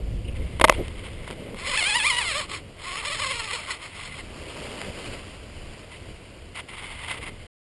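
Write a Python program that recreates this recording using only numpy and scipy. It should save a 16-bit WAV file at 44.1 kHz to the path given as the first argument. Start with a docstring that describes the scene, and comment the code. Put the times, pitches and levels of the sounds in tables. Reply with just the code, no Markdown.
"""A paraglider pilot lands on a meadow, heard from a camera worn on the body.
First coloured noise buffets the microphone while thin lines squeak as gliding sines; then the wind dies away
as the gear knocks on the camera in noise cracks and ringing modes. Ribbed webbing zips over an edge in two long
pulls, a tick for each rib, while the pilot turns round. Last the canopy flutters in lumpy noise, crackles
with crease clicks and sinks onto the grass, and the straps slide once more in a grainy scrape."""
import sys
import numpy as np
from scipy import signal
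from scipy.fft import rfft, irfft, next_fast_len
from scipy.io import wavfile
from scipy.ndimage import uniform_filter1d, map_coordinates

SR = 44100
rng = np.random.default_rng(int(sys.argv[2]) if len(sys.argv) > 2 else 0)


def generate_wav(signal):
    """Clip the signal to [-1, 1] and save it as 16-bit WAV at the path in sys.argv[1]."""
    frames = np.transpose(np.atleast_2d(signal))
    scaled = np.clip(frames, -1, 1) * 32767
    pcm = np.round(scaled).astype(np.int16)
    wavfile.write(sys.argv[1], SR, pcm)


N = 342416
T = np.arange(N) / SR  # time axis in seconds


def amp(db):
    """Decibels to gain."""
    return 10 ** (np.asarray(db) / 20)


def unit(x):
    """Scale to rms 1."""
    return x / np.sqrt(np.mean(x ** 2) + 1e-20)


def curve(rows):
    """Join (time_s, value) rows with straight lines, one value per sample."""
    return np.interp(T, *np.transpose(rows))


def swell(rows):
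    """Gain of a (time_s, level_db) curve that fades out steeply beyond its ends."""
    outside_s = np.abs(T - np.clip(T, rows[0][0], rows[-1][0]))
    return amp(curve(rows) - 600 * outside_s)


def stroke(start_s, length_s, edge_s):
    """Gain that rises, holds for length_s and dies away, with time constant edge_s at both ends."""
    outside_s = np.abs(T - np.clip(T, start_s, start_s + length_s))
    return np.exp(-outside_s / edge_s)


def wobble(rate):
    """A smooth random curve with rate knots a second."""
    knots = rng.standard_normal(int(N * rate / SR) + 4)
    return map_coordinates(knots, [T * rate])


def coloured(x, spectrum):
    """Causal, minimum-phase filter of unit energy with the given (freq_hz, level_db) outline."""
    size = 4096
    hz, db = np.transpose(spectrum)
    level_db = np.interp(np.log(np.fft.rfftfreq(size, 1 / SR) + 1), np.log(hz + 1), db)
    cepstrum = irfft(np.log(amp(level_db) + 1e-6))
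    # folding the cepstrum onto its first half makes the filter causal
    folded = 2 * cepstrum * (np.arange(size) < size // 2)
    kernel = irfft(np.exp(rfft(folded)))
    return signal.fftconvolve(x, kernel / np.linalg.norm(kernel))[:len(x)]


def noise(spectrum):
    """Coloured noise of rms 1."""
    return unit(coloured(rng.standard_normal(N), spectrum))


def pulses(at, sizes):
    """Sharp pulses at fractional sample positions, each a windowed sinc."""
    taps = np.floor(at).astype(int)[:, None] + np.arange(-7, 9)
    offset = taps - at[:, None]
    shape = np.sinc(offset) * np.cos(np.pi * offset / 16) ** 2
    return np.bincount(np.clip(taps, 0, N - 1).ravel(), (shape * sizes[:, None]).ravel(), N)


def bursts(rows, t60):
    """A dying puff of noise for each (time_s, level_db) row; it falls by 60 dB in t60 seconds."""
    t = np.arange(SR // 4) / SR
    envelope = np.zeros(N + SR)
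    for time_s, level_db in rows:
        envelope[round(time_s * SR):][:len(t)] += amp(level_db - 60 * t / t60)
    return envelope[:N] * rng.standard_normal(N)


def patchy(x, depth_db):
    """Let the gain drift separately in patches about 500 Hz wide and 20 ms long."""
    z = signal.stft(x, nperseg=256)[2]
    across_pitch = uniform_filter1d(rng.standard_normal(z.shape), size=3, axis=0)
    field = uniform_filter1d(across_pitch, size=7, axis=1)
    gain = unit(amp(depth_db * unit(field)))
    return signal.istft(z * gain, nperseg=256)[1][:N]


# swells of air in harness and canopy: start_s, length_s, flutter_db, push_db (push on the microphone)
BILLOWS = [(0.122, .04, -57, -32), (0.787, 0.019, -26.5, -28), (1.31, 0.013, -39, -50),
           (1.432, 0.059, -38.5, -50), (1.54, .02, -38.5, -54), (2.406, 0.294, -50.5, -46.5),
           (4.888, 0.013, -35.5, -35.5), (5.07, 0.027, -46, -36.5), (6.03, 0.082, -52, -42.5),
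           (7.12, .2, -48, -59)]


def billow_gains():
    """Each swell of air both flutters the cloth and pushes on the microphone; returns the two gains."""
    flutter, push = np.zeros(N), np.zeros(N)
    for start_s, length_s, flutter_db, push_db in BILLOWS:
        shape = stroke(start_s, length_s, edge_s=.018)
        flutter += amp(flutter_db) * shape
        push += amp(push_db) * shape
    return flutter, push


# bright, papery colour of creasing cloth: freq_hz, level_db (relative)
CREASE_COLOUR = [(350, -15.5), (600, 1), (807, -6.5), (971, -6), (1800, -8), (2160, -4.5), (3020, -3),
                 (3630, -13.5), (4890, -11), (5600, -22), (7000, -54)]


def creased(x):
    """Give a signal the bright, papery colour of creasing cloth."""
    return coloured(x, CREASE_COLOUR)


TOUCHDOWN_S, SLOWING_DB_PER_S = 0.58, 26  # the airflow fades once the feet are down
FLIGHT_DB, DRAUGHT_DB, HISS_DB = -29.5, -45, -52.5  # buffeting in flight; breeze on the ground; faint hiss
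# colour of the buffeting in flight: freq_hz, level_db (relative)
BUFFET_COLOUR = [(10, -12), (20, 3.5), (37, 4.5), (55, 7), (75, 4.5), (110, -4.5), (170, -10), (300, -22),
                 (600, -60)]
# colour of the low breeze and of the pushes from the cloth: freq_hz, level_db (relative)
DRAUGHT_COLOUR = [(10, -23.5), (20, 4.5), (42, -2.5), (62, 1.5), (92, 1.5), (125, -5), (200, -16),
                  (450, -49.5)]


def wind():
    """Flight speed buffets the microphone; a low draught, pushes from the cloth and a faint hiss remain."""
    airflow = amp(FLIGHT_DB - SLOWING_DB_PER_S * np.maximum(T - TOUCHDOWN_S, 0))
    eddies = unit(noise(BUFFET_COLOUR) * amp(1.2 * wobble(18)))
    _, pushes = billow_gains()
    draught = np.hypot(amp(DRAUGHT_DB + 2.2 * wobble(6)), pushes)
    hiss = unit(creased(rng.standard_normal(N)))
    return airflow * eddies + draught * noise(DRAUGHT_COLOUR) + amp(HISS_DB) * hiss


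# dull colour of webbing dragged without a tone: freq_hz, level_db (relative)
SCRAPE_COLOUR = [(400, -23), (700, -8), (1150, -6), (1700, -11), (1930, -4.5), (2130, 2), (2400, -6),
                 (3100, -4), (3900, -15), (5200, -20.5), (7000, -58.5)]


def dull_scrape():
    """Steady friction noise of sliding straps."""
    return noise(SCRAPE_COLOUR)


# straps and clothes rubbing: start_s, length_s, level_db
RUBS = [(0.354, 1.36, -50), (0.714, .035, -38), (.76, 0.124, -46.5), (0.988, 0.0098, -49),
        (1.039, 0.048, -42), (1.238, 0.1, -46), (5.918, 0.047, -48.5), (6.557, 0.046, -37),
        (6.689, 0.066, -41.5), (6.771, 0.295, -40), (7.085, 0.061, -33.5), (7.156, 0.029, -40.5),
        (7.216, 0.076, -40.5), (7.31, 0.3, -54)]
# thin lines squeaking in their guides: time_s, pitch_hz (about which it wavers), level_db (relative)
SQUEAKS = [(0.255, 2770, -49.5), (0.288, 2850, -43.5), (0.326, 2630, -52), (0.356, 2820, -60),
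           (0.424, 2150, -56)]


def harness():
    """Straps rub against the clothes in a fine, grainy scrape; taut lines give brief, rough squeaks."""
    scrape = unit(dull_scrape() * amp(1.8 * wobble(60) + 1.2 * wobble(400)))
    rub_power = sum((amp(level_db) * stroke(start_s, length_s, edge_s=.007)) ** 2
                    for start_s, length_s, level_db in RUBS)
    squeaks = np.zeros(N)
    for time_s, pitch_hz, level_db in SQUEAKS:
        slip = np.exp(-.5 * ((T - time_s) / 0.0075) ** 2)
        # the pitch arches with the slip and jitters fast, which makes the squeak rough
        glide_hz = pitch_hz * (.9 + .1 * slip + .09 * wobble(1800))
        tone = np.sin(2 * np.pi * np.cumsum(glide_hz) / SR)
        squeaks += amp(level_db) * slip * (tone + amp(-19) * scrape)
    return np.sqrt(rub_power) * scrape + amp(4.0) * squeaks


SUIT_DB, SUIT_REST_DB, STANDING_S = -44, -50.5, 1.49  # clothes flutter until the pilot stands
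# body of the billowing cloth: freq_hz, level_db (relative)
BILLOW_COLOUR = [(60, -29), (120, -1.5), (190, -1), (320, -1), (540, -2.5), (760, -15.5), (1100, -32.5),
                 (1600, -38), (3000, -68.5)]
# cloth snapping taut: time_s, level_db (relative)
SNAPS = [(0.8816, -22), (0.9935, -25), (4.4169, -36), (4.7396, -35), (4.7661, -32), (4.816, -16.5),
         (4.841, -38), (4.9928, -37), (5.0426, -20.5), (6.556, -31)]
# how hard the sinking canopy stirs: time_s, level_db (relative)
CANOPY_STIR = [(4.22, -47), (4.4, -41.5), (4.6, -37), (4.95, -37), (5.12, -38), (5.45, -47.5),
               (5.75, -45.5), (6.1, -48.5), (6.5, -59)]


def cloth():
    """Cloth billows in quick lumps of noise; the same lumps swell a shower of tiny crease clicks."""
    lumps = wobble(38)
    billow = unit(noise(BILLOW_COLOUR) * amp(1.6 * lumps))

    count = 9000
    click_db = 3.8 * np.minimum(rng.exponential(size=count), 4)
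    clicks = pulses(rng.uniform(0, N, count), rng.choice([-1, 1], count) * amp(click_db))
    creases = unit(creased(rng.standard_normal(N))) + amp(-4) * unit(creased(clicks))
    rustle = unit(patchy(creases, depth_db=1.5) * amp(.8 * lumps))
    snaps = creased(bursts(SNAPS, t60=0.0079))

    # one motion of the canopy drives both its flutter and its rustle
    canopy = swell(CANOPY_STIR) * amp(0.33 * wobble(16))
    suit = amp(curve([(STANDING_S, SUIT_DB), (STANDING_S + 0.6, SUIT_REST_DB)]))
    swells, _ = billow_gains()
    flutter = np.sqrt(suit ** 2 + swells ** 2 + (amp(-4.5) * canopy) ** 2)
    return flutter * billow + amp(-3.5) * canopy * rustle + amp(-7) * snaps


# gear striking the camera housing: time_s, level_db (relative)
KNOCKS = [(0.598, -12.5), (0.6129, -0.5), (0.6154, 1), (0.6415, 2.3), (0.6425, -1.5), (0.645, 3.5),
          (0.648, -14), (0.6494, -1.5), (0.677, -13.5), (0.6835, -7.5), (0.6951, -9), (0.6968, 7.5),
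          (0.724, -10), (0.995, -35), (1.277, -20.5), (1.303, -24), (1.31, -17), (1.545, -25.5)]
# resonances of the housing: freq_hz, level_db (relative), t60_s; pitch and level vary a little per knock
HOUSING_MODES = [(363, -13.5, .055), (537, -11.5, 0.044), (560, -10.5, 0.068), (622, 1, 0.038),
                 (982, 0, .018), (1200, -17.5, 0.0054), (2130, -25.5, .017), (2550, -14.5, 0.034),
                 (3137, -6.5, 0.016)]
# colour of the hard contact itself: freq_hz, level_db (relative)
CRACK_COLOUR = [(150, -45), (250, -21), (522, -13.5), (857, -3), (959, 1), (1680, -8), (2100, -4),
                (5230, -24), (7000, -45.5)]


def knocks():
    """Hard contacts crack on the housing and ring its short plastic resonances."""
    t = np.arange(SR // 8) / SR
    ring = np.zeros(N + SR)
    for time_s, knock_db in KNOCKS:
        modes = np.zeros(len(t))
        for freq_hz, level_db, t60_s in HOUSING_MODES:
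            decay = amp(level_db + rng.normal(0, 1.5) - 60 * t / t60_s)
            mode_hz = freq_hz * (1 + rng.normal(0, .02))
            modes += decay * np.sin(2 * np.pi * mode_hz * t)
        ring[round(time_s * SR):][:len(t)] += amp(knock_db) * modes
    cracks = coloured(bursts(KNOCKS, t60=0.0099), CRACK_COLOUR)
    return amp(-16.0) * ring[:N] + amp(-7.5) * cracks


STRAP_DB, STRAP_GROWS = -21.5, 1.494  # level at full speed; power of the speed that it follows
FULL_SPEED, STALL_SPEED = 1026, 159  # ribs per second; under the stall speed the strap hardly sounds
JUDDER = .045  # depth of the speed judder of a slow pull, as a share of the speed
TUG_S = .022  # half width of a tug
# two long pulls on the webbing: time_s, steady_speed (ribs per second), pressure_db (on the edge)
PULLS = [
    [(1.55, 115, -2), (1.595, 297, -1), (1.744, 433, 0.5), (1.893, 855, 0), (1.945, 747, 0.5),
     (2.191, 997, -4.5), (2.265, 610, -1), (2.43, 380, 0), (2.469, 148, -1.5), (2.565, 295, 0.5),
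     (2.631, 96, -4)],
    [(2.747, 99, -3), (2.89, 388, 0), (3.098, 254, -1.5), (3.285, 530, -1), (3.539, 373, 1.5),
     (3.656, 226, 1.5), (3.852, 154, -0.5), (4.01, 235, 2.5), (4.21, 205, -2)],
]
# short tugs on top of the pull: time_s, extra_speed (ribs per second)
TUGS = [(1.694, 190), (1.779, 348), (1.963, 221), (2.074, 341), (2.284, 115), (2.384, 172), (2.522, 181),
        (2.989, 131), (3.073, 299), (3.129, 352), (3.214, 152), (3.533, 106), (3.713, 262), (3.848, 148),
        (4.195, 55)]


def pull():
    """Steady pull, tugs and slow judder set the rib speed; loudness follows speed and edge pressure."""
    rows = np.vstack(PULLS)
    pressure_rows = rows[:, ::2]
    speed = curve(rows[:, :2])
    for time_s, extra_speed in TUGS:
        speed = speed + extra_speed * np.exp(-.5 * ((T - time_s) / TUG_S) ** 2)
    slow = np.interp(speed, [480, 700], [1, .15])
    speed = speed * (1 + JUDDER * slow * wobble(45) + .009 * wobble(170))
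    speed = np.maximum(speed, 20)
    gain = amp(STRAP_DB) * (speed / FULL_SPEED) ** STRAP_GROWS / (1 + (STALL_SPEED / speed) ** 4)
    return speed, gain * swell(pressure_rows), curve(pressure_rows)


def dispersed(x):
    """The strap passes some frequencies on later than others, smearing each tick over milliseconds."""
    size = 2048
    spread_s = .0012
    ripple = unit(uniform_filter1d(rng.standard_normal(size // 2 + 1), size=24))
    delay_s = np.abs(spread_s * (2 + ripple))
    kernel = irfft(np.exp(-2j * np.pi * np.cumsum(delay_s) * SR / size))
    return signal.fftconvolve(x, kernel[:size // 2])[:N]


def rib_ticks(speed, ribs):
    """One tick as each rib passes the edge, a little uneven in time and height."""
    passing = np.arange(1, int(ribs[-1]))
    # slow ribs catch at less even moments, and every second rib stands a little higher
    scatter = np.interp(np.interp(passing, ribs, speed), [300, 550, 800], [.02, .012, .008])
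    at = np.interp(passing + scatter * rng.standard_normal(len(passing)), ribs, np.arange(N))
    sizes = amp(2.3 * rng.standard_normal(len(at)) + 1.2 * (passing % 2 - .5))
    # dividing by the root of the rate keeps the power even at any speed
    return dispersed(pulses(at, sizes) / np.sqrt(speed / SR))


EDGE_HZ, EDGE_Q, EDGE_DB = 1104, 11.3, 0  # the edge rings within a band of fairly slow rib speeds
# colour of slow ribs and loose fibres: freq_hz, level_db (relative)
WEBBING_COLOUR = [(300, -19), (560, -0.5), (780, -10.5), (1130, -2.5), (1600, -6), (2150, 0), (2600, 1.5),
                  (3300, -5), (4300, -5.5), (4650, -12), (5100, -5.5), (5700, -25.5), (7000, -59)]
# brighter whine of fast ribs: freq_hz, level_db (relative)
WHINE_COLOUR = [(300, -36), (700, -21.5), (1000, -5.5), (1300, -13.5), (1700, -4), (2600, 3.5),
                (3400, -6.5), (5000, -13), (5700, -20.5), (7000, -60)]


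def strap_tone(speed, pressure_db):
    """Rib ticks fuse into a zipping tone, roughened by hissing fibres and coloured by the ringing edge."""
    ribs = np.cumsum(speed) / SR
    ticks = rib_ticks(speed, ribs)
    # fast ribs strike harder and shift the weight of the tone upward
    fast = np.interp(speed, [600, 800], [0, 1])
    zipping = (1 - fast) * coloured(ticks, WEBBING_COLOUR) + fast * coloured(ticks, WHINE_COLOUR)

    # loose fibres hiss, most while a rib is on the edge
    rib_pulse = amp(6.2 * np.cos(2 * np.pi * ribs))
    fibres = unit(coloured(rng.standard_normal(N) * rib_pulse, WEBBING_COLOUR))
    rough = np.interp(speed, [200, 330, 480, 600, 800], [.7, .35, .27, .15, .06])
    # where the pressure eases the ribs skip and the tone breaks up
    rough = np.clip(rough - .045 * np.minimum(pressure_db + 1, 0), 0, 1)

    # the twisting strap favours now one overtone, now another
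    strap = patchy(np.sqrt(1 - rough) * zipping + np.sqrt(rough) * fibres, depth_db=2.3)
    ringing = np.interp(speed, [270, 340, 430, 500], [0, 1, 1, 0])
    edge = signal.lfilter(*signal.iirpeak(EDGE_HZ, EDGE_Q, SR), zipping)
    strap = strap * (1 - 0.2 * ringing) + amp(EDGE_DB) * ringing * edge
    # a copy thrown back by the nearby gear gives fixed bands that the overtones glide through
    return strap + .28 * np.interp(T - .00093, T, strap)


def webbing():
    """Each rib of the weave ticks over the edge: a fast pull sings like a zip, a slow one only scrapes."""
    speed, loudness, pressure_db = pull()
    strap = strap_tone(speed, pressure_db)
    # at a crawl the ribs catch less and a dull scrape takes over
    crawl = np.interp(speed, [170, 320], [.8, 0])
    sliding = np.sqrt(1 - crawl) * strap + np.sqrt(crawl) * dull_scrape()
    # the uneven weave makes the pull rasp
    rasp = amp(.7 * wobble(70) + 1.3 * wobble(230))
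    return loudness * rasp * sliding


def scene():
    """Sum all sources, close and without any echo from the open field, as one channel."""
    return (wind() + harness() + cloth() + knocks() + webbing())[None]


INPUT_HZ, HOLD_HZ, TOP_HZ = 5913, 12000, 11550  # converter input limit, hold rate, top of the output
STOP_S = 7.469  # the sound breaks off abruptly here, within a few milliseconds
# the housing colours all that it lets in: centre_hz, width_hz, gain_db
HOUSING_COLOUR = [(1014, 94, 1.5), (1600, 510, 0.5), (2042, 37, 3.5), (3530, 450, 0.5)]


def record(dry):
    """The housing colours the sound; a slow converter's held samples mirror it into the treble; peaks clip."""
    size = next_fast_len(N + SR // 2)
    hz = np.fft.rfftfreq(size, 1 / SR)
    colour_db = sum(gain_db * np.exp(-.5 * ((hz - centre_hz) / width_hz) ** 2)
                    for centre_hz, width_hz, gain_db in HOUSING_COLOUR)
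    input_gain = amp(colour_db) / np.sqrt(1 + (hz / INPUT_HZ) ** 60)
    taken = irfft(rfft(dry, size) * input_gain, size)[:, :N]
    # multiplying by the hold rate mirrors the spectrum; the droop weakens the image towards that rate
    droop = np.clip((HOLD_HZ - hz) / (hz + 1), 0, 1)
    image = 2 * np.cos(2 * np.pi * HOLD_HZ * T) * taken
    mirrored = irfft(rfft(image, size) * droop, size)[:, :N]
    overloaded = np.clip(taken + mirrored, -1, 1)
    faded = overloaded * np.clip((STOP_S - T) / .004, 0, 1)
    return irfft(rfft(faded, size) / np.sqrt(1 + (hz / TOP_HZ) ** 120), size)[:, :N]


dry = scene()
out = record(dry)
generate_wav(out)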